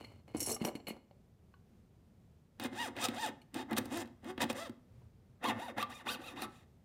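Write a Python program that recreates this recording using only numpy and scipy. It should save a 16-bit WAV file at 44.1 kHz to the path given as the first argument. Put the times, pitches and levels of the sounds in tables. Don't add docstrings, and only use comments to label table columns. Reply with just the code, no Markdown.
import sys
import numpy as np
from scipy import signal
from scipy.fft import rfft, irfft, next_fast_len
from scipy.io import wavfile
from scipy.ndimage import uniform_filter1d

SR = 44100
rng = np.random.default_rng(int(sys.argv[2]) if len(sys.argv) > 2 else 0)


def invert_db(x):
    u = np.asarray(x, float) / 20
    return 10 ** u


def dump(signal):
    limited = np.clip(np.atleast_2d(signal).T, -1, 1)
    pcm = np.round(limited * 32767).astype(np.int16)
    wavfile.write(sys.argv[1], SR, pcm)


N = 301644
T = np.arange(N) / SR
SIZE = next_fast_len(N + SR // 4)
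HZ = np.arange(SIZE // 2 + 1) * SR / SIZE

# start_s, tube_db, pin_db, wall_db, hiss_db
CATCHES = [(2.598, -28.5, -26, -34.5, -42.5), (2.638, -49, -38, -46, -39), (2.65, -25.5, -17, -50, -53),
           (2.965, -32, -65, -36, -51), (3.027, -37, -22, -46, -50), (3.041, -40, -46, -28, -36),
           (3.085, -29, -16.5, -28, -39), (3.29, -39, -22.5, -45, -56), (3.543, -41, -38, -40, -42.5),
           (3.71, -40, -22.5, -45, -49.5), (3.73, -41, -38, -32.5, -45), (3.766, -39, -45, -29, -40),
           (3.777, -48, -45.5, -32, -34), (3.782, -23.5, -16.5, -31, -27.5), (3.856, -38, -25, -58, -46.5),
           (3.91, -51, -51, -50, -57), (3.973, -44, -35, -45, -38.5), (4.057, -50, -40, -52, -64.5),
           (4.074, -52, -42, -57, -65), (4.244, -52, -45, -48, -58), (4.378, -31, -20.5, -38, -56),
           (4.404, -23, -50, -35, -58), (4.418, -39, -33, -26.5, -35), (4.439, -36, -28, -30, -41),
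           (4.5, -25, -16.5, -30, -46), (4.528, -47, -40, -43, -46), (4.695, -45, -21.5, -56, -57),
           (5.441, -23.5, -23, -41, -44), (5.493, -35, -22, -42, -58), (5.781, -20.5, -35, -33, -51),
           (5.827, -27, -50, -28.5, -40.5), (6.067, -26.5, -52, -48, -63), (6.42, -33, -21, -34, -36.5)]
SHIFT_S = 5.2


def saw():
    tooth, phase, rough, rate, edge = teeth()
    tube_gain, pin_gain, wall_gain, hiss_gain = cut(rate)
    shifted = T > SHIFT_S
    clean = np.sqrt(1 - rough) * tooth
    drive = clean + np.sqrt(rough) * grit(5000, spread_db=4.0)
    swarf = np.exp(-phase / 0.45) * grit(12000, spread_db=0.5)
    start_s, tube_db, pin_db, wall_db, hiss_db = np.transpose(CATCHES)
    out = tube(tube_gain, drive, clean, edge, shifted, bursts(start_s, tube_db - 10.0, 0.0059))
    wall_drive = 0.74 * (drive + (edge - 1) * clean) + 0.59 * swarf
    out = out + tube_wall(wall_gain * wall_drive + bursts(start_s, wall_db - 7.0, 0.0044))
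    jolts = clicks(start_s, invert_db(np.minimum(pin_db, -18) + 8.5))
    out = out + wooden_pin(pin_gain * (drive + 0.48 * grit(500, spread_db=3.5)) + jolts)
    out = out + blade(hiss_gain, drive, swarf, shifted, bursts(start_s, hiss_db - 1.5, 0.0032))
    return out + left_ringing()


# start_s, end_s, mid_stroke_teeth_hz, roughness_0_to_1, far_wall_lag_tooth_gaps
STROKES = [(2.579, 2.71, 796, 0.95, 0.38), (2.714, 2.911, 958, 0.22, 0.075),
           (2.962, 3.13, 1308, 0.56, 0.29), (3.119, 3.317, 943.4, 0.25, 0.19),
           (3.528, 3.67, 905.4, 0.77, 0.18), (3.679, 3.762, 797, 1, 0.26), (3.749, 3.808, 1298, 0.61, 0.18),
           (3.829, 3.893, 592.5, 0.8, 0.39), (3.871, 4.08, 348.4, 0.52, 0.086),
           (4.211, 4.412, 380, 0.46, 0.09), (4.372, 4.472, 1000, 0.6, 0.19),
           (4.479, 4.542, 898.6, 0.63, 0.12), (4.522, 4.728, 676.8, 0.24, 0.13),
           (5.41, 5.534, 1121, 0.4, 0.29), (5.56, 5.729, 980, 0.24, 0.21), (5.766, 5.877, 1399, 0.41, 0.4),
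           (5.883, 6.039, 1253, 0.32, 0.42), (6.048, 6.199, 1608, 0.41, 0.35),
           (6.189, 6.342, 1388, 0.42, 0.39), (6.34, 6.495, 1385, 0.45, 0.29),
           (6.501, 6.657, 1311, 0.5, 0.4)]
# settling_share_of_stroke, overtone_db
RUN = [(.1, -10), (0.34, 0), (0.11, -3.5), (.28, -1), (.1, 0), (.1, -1.5), (.1, -0.5), (.1, -1.5),
       (0.11, -1), (0.24, -2.5), (.15, -7), (0.082, 2), (0.25, 0.5), (0.14, 0.5), (0.13, -3), (0.082, 0.5),
       (0.15, -1.5), (0.11, 3.5), (.25, 0), (.1, 2), (0.27, -3.5)]


def teeth():
    rate, rough, lag, edge = np.full(N, 60.), np.ones(N), np.zeros(N), np.ones(N)
    for (start, end, top_hz, r, gap), (settle, edge_db) in zip(STROKES, RUN):
        now = (T >= start) & (T < end)
        progress = (T[now] - start) / (end - start)
        rate[now] = 60 + (top_hz - 60) * np.sin(np.pi * progress)
        clog = (r > .42) * progress
        rough[now] = np.clip(r, .01, 1) ** (1.25 - clog)
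        rough[now] **= 1 / (1 + np.exp((settle - progress) / .04))
        lag[now], edge[now] = gap, invert_db(edge_db)
    rate = rate * (1 + .014 * wander(50) + .008 * wander(260))
    rough = rough ** (1.6 * invert_db(2.5 * wander(45)))
    phase = np.cumsum(rate) / SR
    tooth = np.arange(1, int(phase[-1]) - 1)
    spacing, height = rng.standard_normal((4000, 2))[:len(tooth)].T
    jitter = .022 + .06 * np.interp(tooth, phase, rough)
    at = np.interp(tooth + jitter * spacing, phase, T)
    uneven_db = 1.8 * height + 3.2 * np.interp(at, T, wander(70))
    size = np.sqrt(SR / np.interp(at, T, rate)) * invert_db(uneven_db)
    near_wall = 0.96 * clicks(at, size)
    far_size = size * (0.24 + 0.72 * np.interp(at, T, lag))
    far_wall = clicks(at + np.interp(at, T, lag / rate), far_size)
    rough = uniform_filter1d(rough, size=200).clip(0, 1)
    return near_wall + far_wall, phase % 1, rough, rate, edge


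# bites_s, heaviest_s, lifts_s, bite_db, heaviest_db
PRESS = [(2.612, 2.667, 2.657, -49, -40.5), (2.72, 2.828, 2.884, -55.5, -41.5),
         (2.963, 3.055, 3.056, -48, -35.5), (3.105, 3.25, 3.29, -52, -40), (3.549, 3.54, 3.62, -49.5, -45),
         (3.698, 3.724, 3.72, -49, -36), (3.768, 3.77, 3.78, -45, -35.5), (3.846, 3.855, 3.98, -60, -58.5),
         (3.918, 3.969, 4.022, -45, -43.5), (4.233, 4.293, 4.31, -60.5, -48.5),
         (4.401, 4.414, 4.43, -45.5, -34), (4.497, 4.498, 4.5, -49, -38), (4.556, 4.596, 4.674, -47, -47),
         (5.438, 5.505, 5.502, -38.5, -31.5), (5.549, 5.615, 5.71, -54.5, -43.5),
         (5.777, 5.837, 5.82, -40, -37.5), (5.885, 5.9, 6.02, -66, -49.5), (6.062, 6.089, 6.15, -48, -40.5),
         (6.196, 6.27, 6.33, -55.5, -49.5), (6.362, 6.43, 6.446, -50.5, -43),
         (6.49, 6.503, 6.64, -68, -63.5)]
# firmness_on_pin_db, dryness_of_blade_db
SEAT = [(2, 2.5), (-2, 3), (-2, 2), (-4, 2), (5.5, 1.5), (5.5, -10), (4, 1), (2, 4), (-3, 4), (0, 2),
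        (4, 1.5), (-6.5, 5.5), (-4.5, 2), (-0.5, -4.5), (-5.5, -4.5), (-1.5, -5), (-4.5, -1), (2.5, -1.5),
        (-1, -1.5), (5, -3.5), (-10.5, 1)]
BITE_DB_S, PIN_BITE_DB_S, SAG_DB_S, LIFT_DB_S = 1001, 1297.5, 60, 559.5
DULL_DB_S = 302
EDGE = 0.32
PIN_DB, WALL_DB, HISS_DB = -1.5, -4.5, -10
PIN_DB_OCT, WALL_DB_OCT, HISS_DB_OCT = -5, 3.5, 3.5


def cut(rate):
    octaves = uniform_filter1d(np.log2(rate / 800), size=400).clip(-2.2, 1)
    tube_gain, pin, wall, hiss = np.zeros((4, N))
    for row, (firm_db, dry_db) in zip(PRESS, SEAT):
        lifts_s, heaviest_db = row[2], row[4]
        db = weight(*row, BITE_DB_S, SAG_DB_S, LIFT_DB_S)
        pin_db = weight(*row, PIN_BITE_DB_S, SAG_DB_S, LIFT_DB_S) + firm_db
        bright_db = db + dry_db - DULL_DB_S * (T - lifts_s).clip(0)
        tube_gain = tube_gain + invert_db(db)
        pin = pin + invert_db(pin_db)
        wall = wall + invert_db(bright_db)
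        hiss = hiss + invert_db(bright_db + 0.38 * dry_db + EDGE * (db - heaviest_db))
    pin = pin * invert_db(PIN_DB + PIN_DB_OCT * octaves)
    wall = wall * invert_db(WALL_DB + WALL_DB_OCT * octaves)
    hiss = hiss * invert_db(HISS_DB + HISS_DB_OCT * octaves)
    return tube_gain, pin, wall, hiss


# freq_hz, level_db_per_hz
TUBE = [(250, -23.5), (430, -14), (503, 5), (643, -6), (689, 0), (795, 2.5), (869, 0), (989, -8),
        (1190, -5), (1400, -6.5), (1830, -4), (2200, -8.5), (2860, -61), (4840, -120)]
# freq_hz, width_hz, level_db
SQUEAL = [(838, 44, 11.5), (1190, 100, -2.5), (1800, 130, -12), (2520, 82, -11), (3730, 150, -4.5)]
# freq_hz, width_hz, level_db
SQUEAL_SHORT = [(856, 50, 4), (1173, 33, -2.5), (1512, 30, -5.5), (1797, 35, 3), (2533, 177, -12.5),
                (2850, 44.2, -17), (3229, 94.7, -15), (3672, 40, -13)]


def tube(gain, drive, clean, edge, shifted, jolts):
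    out = colour(0.92 * gain * drive + jolts, TUBE)
    out = out + ring(0.46 * ~shifted * gain * clean, SQUEAL)
    return out + ring(0.82 * shifted * edge * gain * clean, SQUEAL_SHORT)


# freq_hz, level_db_per_hz
TUBE_WASH = [(1410, -22.5), (2400, -6), (2520, 2), (2720, -5), (2870, -0.5), (3040, -8.5), (3250, 0.5),
             (3440, -5.5), (3700, 1), (4110, -8), (5200, -15), (6760, -32.5), (11400, -120)]


def tube_wall(x):
    return colour(x, TUBE_WASH)


# freq_hz, width_hz, level_db
PIN = [(110.6, 15, -7), (203, 39, -13), (250, 22.2, 2.5), (363.5, 37.5, -8)]


def wooden_pin(x):
    return ring(x, PIN)


# freq_hz, level_db_per_hz
BLADE = [(2940, -27.5), (5000, 3), (5640, 1), (6030, 2), (6550, 2), (7070, 6), (8250, -1.5), (8910, 2.5),
         (10400, -3.5), (11800, -11), (13000, -7), (13400, -5), (14100, -10), (14800, -19.5),
         (15800, -11.5)]
# freq_hz, width_hz, level_db
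SNAP = [(4460, 1700, 2.5), (9200, 2300, 3), (14130, 2200, 1.5)]
# freq_hz, width_hz, level_db
BLADE_MODES = [(4750, 120, 0), (4960, 160, 1), (6130, 220, -3.5), (7010, 190, -0.5), (7230, 100, -3),
               (7200, 43, -3), (8750, 58, 1.5), (9640, 260, -6), (10800, 28, -10), (13100, 71, -8.5),
               (13000, 64, -2), (14900, 140, -2.5), (15000, 58, -6)]
# freq_hz, width_hz, level_db
CLAMP_MODES = [(4730, 67, -1.5), (5300, 75.9, -3), (5992, 130, -4), (6840, 45, -7), (7074, 77.6, -22),
               (7396, 87, -10), (8232, 190, -22), (9566, 210, -5), (9800, 99.4, 0), (11200, 51, -1.5),
               (12100, 96, -5), (13740, 300, -5), (15290, 205, -17)]


def blade(gain, drive, swarf, shifted, cracks):
    out = colour(gain * invert_db(2.5 * wander(60)) * (0.19 * drive + 1.6 * swarf), BLADE)
    out = out + ring(cracks, SNAP)
    before = ~shifted * gain * invert_db(1.8 * wander(40)) * (0.37 * drive + 0.79 * swarf)
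    after = shifted * gain * invert_db(3.6 * wander(40)) * (0.39 * drive + 1.2 * swarf)
    return out + ring(invert_db(-1.5) * before, BLADE_MODES) + ring(invert_db(-1.0) * after, CLAMP_MODES)


# start_s, level_db, pitch_hz, t60_s
FRAME = [(2.653, -35, 250, 0.13), (3.024, -35.5, 2525, 0.094), (3.088, -37.5, 250, .09),
         (3.769, -42, 1270, .05), (3.785, -36, 255, .1), (4.44, -37, 244.4, .11), (5.455, -38, 1185, .12),
         (5.501, -40, 1187, 0.22), (5.826, -35, 1180, 0.17), (6.423, -43, 1305, 0.24),
         (6.425, -40, 250, .1)]


def left_ringing():
    return sum(struck([(s, db)], [(hz, 0)], t60) for s, db, hz, t60 in FRAME)


# start_s, wood_db, click_db, tick_db, wood_pitch_hz
KNOCKS = [(0.015, -60, -60, -66, 402), (0.045, -49, -49, -58, 325), (0.12, -69, -67, -68, 396),
          (0.279, -50.5, -62.5, -68, 557), (0.338, -62, -65, -72, 400), (0.348, -24, -50.5, -57, 313),
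          (0.404, -48, -58, -24.5, 290), (0.419, -27.5, -77, -58.5, 330), (0.462, -39, -52, -30, 253),
          (0.48, -31, -48, -78, 406), (0.494, -30, -51, -33, 436), (0.515, -27.5, -49, -38, 440),
          (0.564, -37, -54.5, -46, 794), (0.6, -45, -58, -70, 400), (0.615, -20.5, -51, -56, 226),
          (0.62, -35, -47, -49, 404), (0.648, -24, -37.5, -32, 203), (0.684, -28, -47, -49, 388),
          (0.753, -31, -45, -46, 290), (0.8, -43.5, -60.5, -76, 480), (0.869, -37.5, -40, -46.5, 505),
          (0.881, -34, -52, -55.5, 211), (0.908, -37.5, -50, -58.5, 216), (3.416, -60, -61.5, -61.5, 250)]
# freq_hz, width_hz, level_db
BENCH = [(243, 64, 2), (339.4, 136, 1.5), (473, 210, 0), (816, 500, -6.5)]
# freq_hz, width_hz, level_db
BENCH_TOP = [(2190, 170, -1), (2958, 150, -2), (4288, 76, 0)]
# freq_hz, width_hz, level_db
BENCH_HISS = [(5860, 3100, -3), (8950, 4500, 1.5), (13500, 4500, -5)]
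TWEEZERS_HELD_S, TWEEZERS_T60_S = 0.555, 0.12


def bench():
    wood, scrape, hiss = slides()
    start_s, wood_db, click_db, tick_db, pitch_hz = np.transpose(KNOCKS)
    hiss = hiss * invert_db(-12 * ((T > .36) & (T < TWEEZERS_HELD_S)))
    out = ring(wood * invert_db(-3) * grit(400, spread_db=2.5), BENCH)
    grains = 0.87 * grit(500, spread_db=2.0) * (T > .33) + 0.77 * grit(9000, spread_db=1.0)
    out = out + ring(scrape * invert_db(-2.0) * grains + bursts(start_s, click_db + 1.0, 0.0058), BENCH_TOP)
    out = out + ring(hiss * grit(1700, spread_db=4.5) + bursts(start_s, tick_db - 11, 0.011), BENCH_HISS)
    for s, db, hz in zip(start_s, wood_db, pitch_hz):
        out = out + struck([(s, db - 6.5)], [(hz, 0), (1.5 * hz, -6)], 0.049)
    return out + tweezers() + tweezers_landing() + steel_file()


# touches_s, lifts_s, wood_db, scrape_db, hiss_db
SLIDES = [(0.0, 0.2, -51, -59, -77), (0.281, 0.32, -57.5, -66.5, -80), (0.351, 0.358, -36, -60, -73),
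          (0.375, 0.43, -54, -61.5, -44), (0.403, 0.44, -51.5, -55, -34), (0.464, 0.49, -41.5, -65, -41),
          (0.488, 0.53, -36.5, -58, -34), (.612, 0.628, -38.5, -58, -70), (0.648, 0.689, -35.5, -58, -52.5),
          (0.755, 0.74, -33, -69, -80), (0.877, 0.91, -43, -50.5, -60.5), (0.946, 0.97, -57.5, -78, -98)]
TOUCH_DB_S, SLOW_DB_S, LEAVE_DB_S = 2501, 79.5, 600


def slides():
    total = 0
    for touches, lifts, *levels_db in SLIDES:
        shape_db = weight(touches, touches, lifts, 0, 0, TOUCH_DB_S, SLOW_DB_S, LEAVE_DB_S)
        total = total + invert_db(shape_db + np.c_[levels_db])
    return total


# freq_hz, level_db
TWEEZERS = [(4280, -62.0), (5577, -52.0), (6137, -61.5), (6508, -61), (7300, -64.5), (7660, -53.5),
            (8210, -63.0), (9432, -50.5), (10142, -55.0), (11030, -61.5), (11396, -68), (12188, -67.5),
            (13227, -67.0), (2900, -70), (4950, -72)]
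# start_s, level_db
TWEEZER_TAPS = [(.368, -2.5), (.404, 7.5), (.43, 5), (.447, 1), (.462, 8), (.482, -0.5), (.5, 6.5),
                (.515, 10.5), (.528, 4.5), (.545, 5)]


def tweezers():
    held = np.exp(-(T - TWEEZERS_HELD_S).clip(0) / 0.008)
    return invert_db(3) * held * struck(TWEEZER_TAPS, TWEEZERS, TWEEZERS_T60_S)


# freq_hz, level_db, t60_s
TWEEZERS_LANDING = [(5577, -8, 0.16), (7420, -25, 0.85), (8253, -21, 0.21), (8926, -8, 0.084), (9512, 4, 0.086),
                    (10990, -27, 0.21), (11420, 6, 0.082), (12260, 1, 0.092), (13670, -10, 0.11)]


def tweezers_landing():
    clack = struck([(.651, -44.5)], [(2995, 5), (5700, 9.5), (2350, -5)], 0.02)
    return clack + sum(struck([(.648, -53), (.662, -56)], [(hz, db)], t60) for hz, db, t60 in TWEEZERS_LANDING)


# freq_hz, level_db
FILE = [(7709, -61), (10239, -59), (12473, -71), (12758, -53), (13124, -60.5)]


def steel_file():
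    return struck([(.883, 8.3)], FILE, 0.08)


# start_s, level_db, pitch_hz
TICKS = [(1.111, -45.5, 577), (1.54, -50.5, 1125), (2.339, -76, 678), (5.019, -58, 716)]


def ticks():
    start_s, level_db, _ = np.transpose(TICKS)
    body = sum(struck([(s, db - 5)], [(hz, 0), (1.33 * hz, -4)], 0.037) for s, db, hz in TICKS)
    return body + ring(bursts(start_s, level_db - 18.5, 0.0028), BENCH_TOP)


# start_s, most_s, end_s, start_db, most_db
LEANS = [(0, .08, 0.17, -72, -58), (0.345, .42, 0.54, -56, -55), (3.75, 3.8, 4.24, -67, -58),
         (4.4, 4.48, 4.6, -59, -60), (4.85, 4.95, 5.05, -68, -56.5), (5.103, 5.3, 5.4, -72, -62.5),
         (6.7, 6.82, 6.7, -68.5, -62)]


def lean():
    gain = sum(invert_db(weight(*row, 200, 20, 200)) for row in LEANS)
    return ring(gain * rng.standard_normal(N), [(94, 36, 0), (128, 40, -5)])


def walls(x, t60_low, t60_high):
    t = T[:SR // 3]
    low = signal.lfilter([.2], [1, -.8], rng.standard_normal(len(t))) * np.exp(-np.log(1000) * t / t60_low)
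    high = 0.79 * rng.standard_normal(len(t)) * np.exp(-np.log(1000) * t / t60_high)
    tail = (low + high) * (t > .004)
    return signal.fftconvolve(x, tail / np.sqrt(np.sum(tail ** 2)))[:N]


# freq_hz, level_db_per_hz
ROOM = [(15, -56.5), (25, -19.5), (87, -3.5), (114, -4.5), (130, -6.5), (217, -8), (285, -19), (354, -17),
        (840, -28.5), (936, -31), (1560, -36.5), (12500, -49), (15000, -46.5), (15500, -60)]
ROOM_DB = -64


def hum():
    hz, db = np.transpose(ROOM)
    gain = invert_db(np.interp(np.log(HZ + 1), np.log(hz), db))
    x = irfft(rfft(rng.standard_normal(SIZE)) * gain, SIZE)[:N]
    swell_db = np.interp(T, np.arange(60) / 8, rng.standard_normal(60))
    return x / x.std() * invert_db(ROOM_DB + swell_db)


def weight(on, top, off, on_db, top_db, rise, sag, fall):
    swell = np.interp(T, [on, max(top, on + 1e-4)], [on_db, top_db])
    return swell - rise * (on - T).clip(0) - sag * (T - top).clip(0) - fall * (T - off).clip(0)


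def struck(taps, lines, t60):
    out = np.zeros(N + SR)
    hz, db = np.transpose(lines)[:, :, None]
    age = T[:int(min(t60, .9) * SR)]
    decay = np.exp(-np.log(1000) * age / t60)
    for s, tap_db in taps:
        size = invert_db(db + tap_db + 3 * rng.standard_normal(hz.shape))
        i = int(s * SR)
        out[i:i + len(age)] += np.sum(size * np.sin(2 * np.pi * hz * age), axis=0) * decay
    return out[:N]


def ring(x, modes):
    gain = 0
    for k, (hz, width, db) in enumerate(modes):
        damping = 1j * HZ * width
        gain = gain + (-1) ** k * invert_db(db) * damping / (hz ** 2 - HZ ** 2 + damping)
    return irfft(rfft(x, SIZE) * gain, SIZE)[:N] / np.sqrt(np.mean(abs(gain) ** 2))


def colour(x, spectrum):
    hz, db = np.transpose(spectrum)
    gain = invert_db(np.interp(np.log(np.arange(1, 2050) * SR / 4096), np.log(hz), db))
    cepstrum = irfft(np.log(gain))
    cepstrum[1:2048] *= 2
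    cepstrum[2049:] = 0
    response = irfft(np.exp(rfft(cepstrum)))[:1500]
    return signal.fftconvolve(x, response / np.sqrt(np.sum(response ** 2)))[:N]


def clicks(times, sizes):
    at = np.asarray(times) * SR
    i = at.astype(int)
    early = np.bincount(i, sizes * (1 - at + i), N + 2)
    late = np.bincount(i + 1, sizes * (at - i), N + 2)
    return (early + late)[:N]


def bursts(times, db, decay_s):
    keep = np.exp(-1 / (decay_s * SR))
    return signal.lfilter([1], [1, -keep], clicks(times, invert_db(db))) * rng.standard_normal(N)


def grit(rate, spread_db):
    grains = rng.random(N) < rate / SR
    size = invert_db(spread_db * rng.exponential(1, N).clip(0, 3))
    x = grains * size * rng.standard_normal(N)
    return x / x.std()


def wander(rate):
    steps = np.arange(int(N / SR * rate) + 2)
    return np.interp(T * rate, steps, rng.standard_normal(len(steps)))


def scene():
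    near = saw() + bench() + ticks()
    near = signal.sosfilt(signal.butter(2, 90, "high", fs=SR, output="sos"), near)
    echoes = invert_db(-16.5) * walls(near, 0.38, 0.055)
    return (near + echoes + hum() + lean())[None]


def low_pass(x):
    return signal.sosfilt(signal.butter(12, 16670, fs=SR, output="sos"), x)


def record(dry):
    top = signal.ellip(12, .2, 45, 15850, fs=SR, output="sos")
    return low_pass(signal.sosfilt(top, dry))


dry = scene()
out = record(dry)
dump(out)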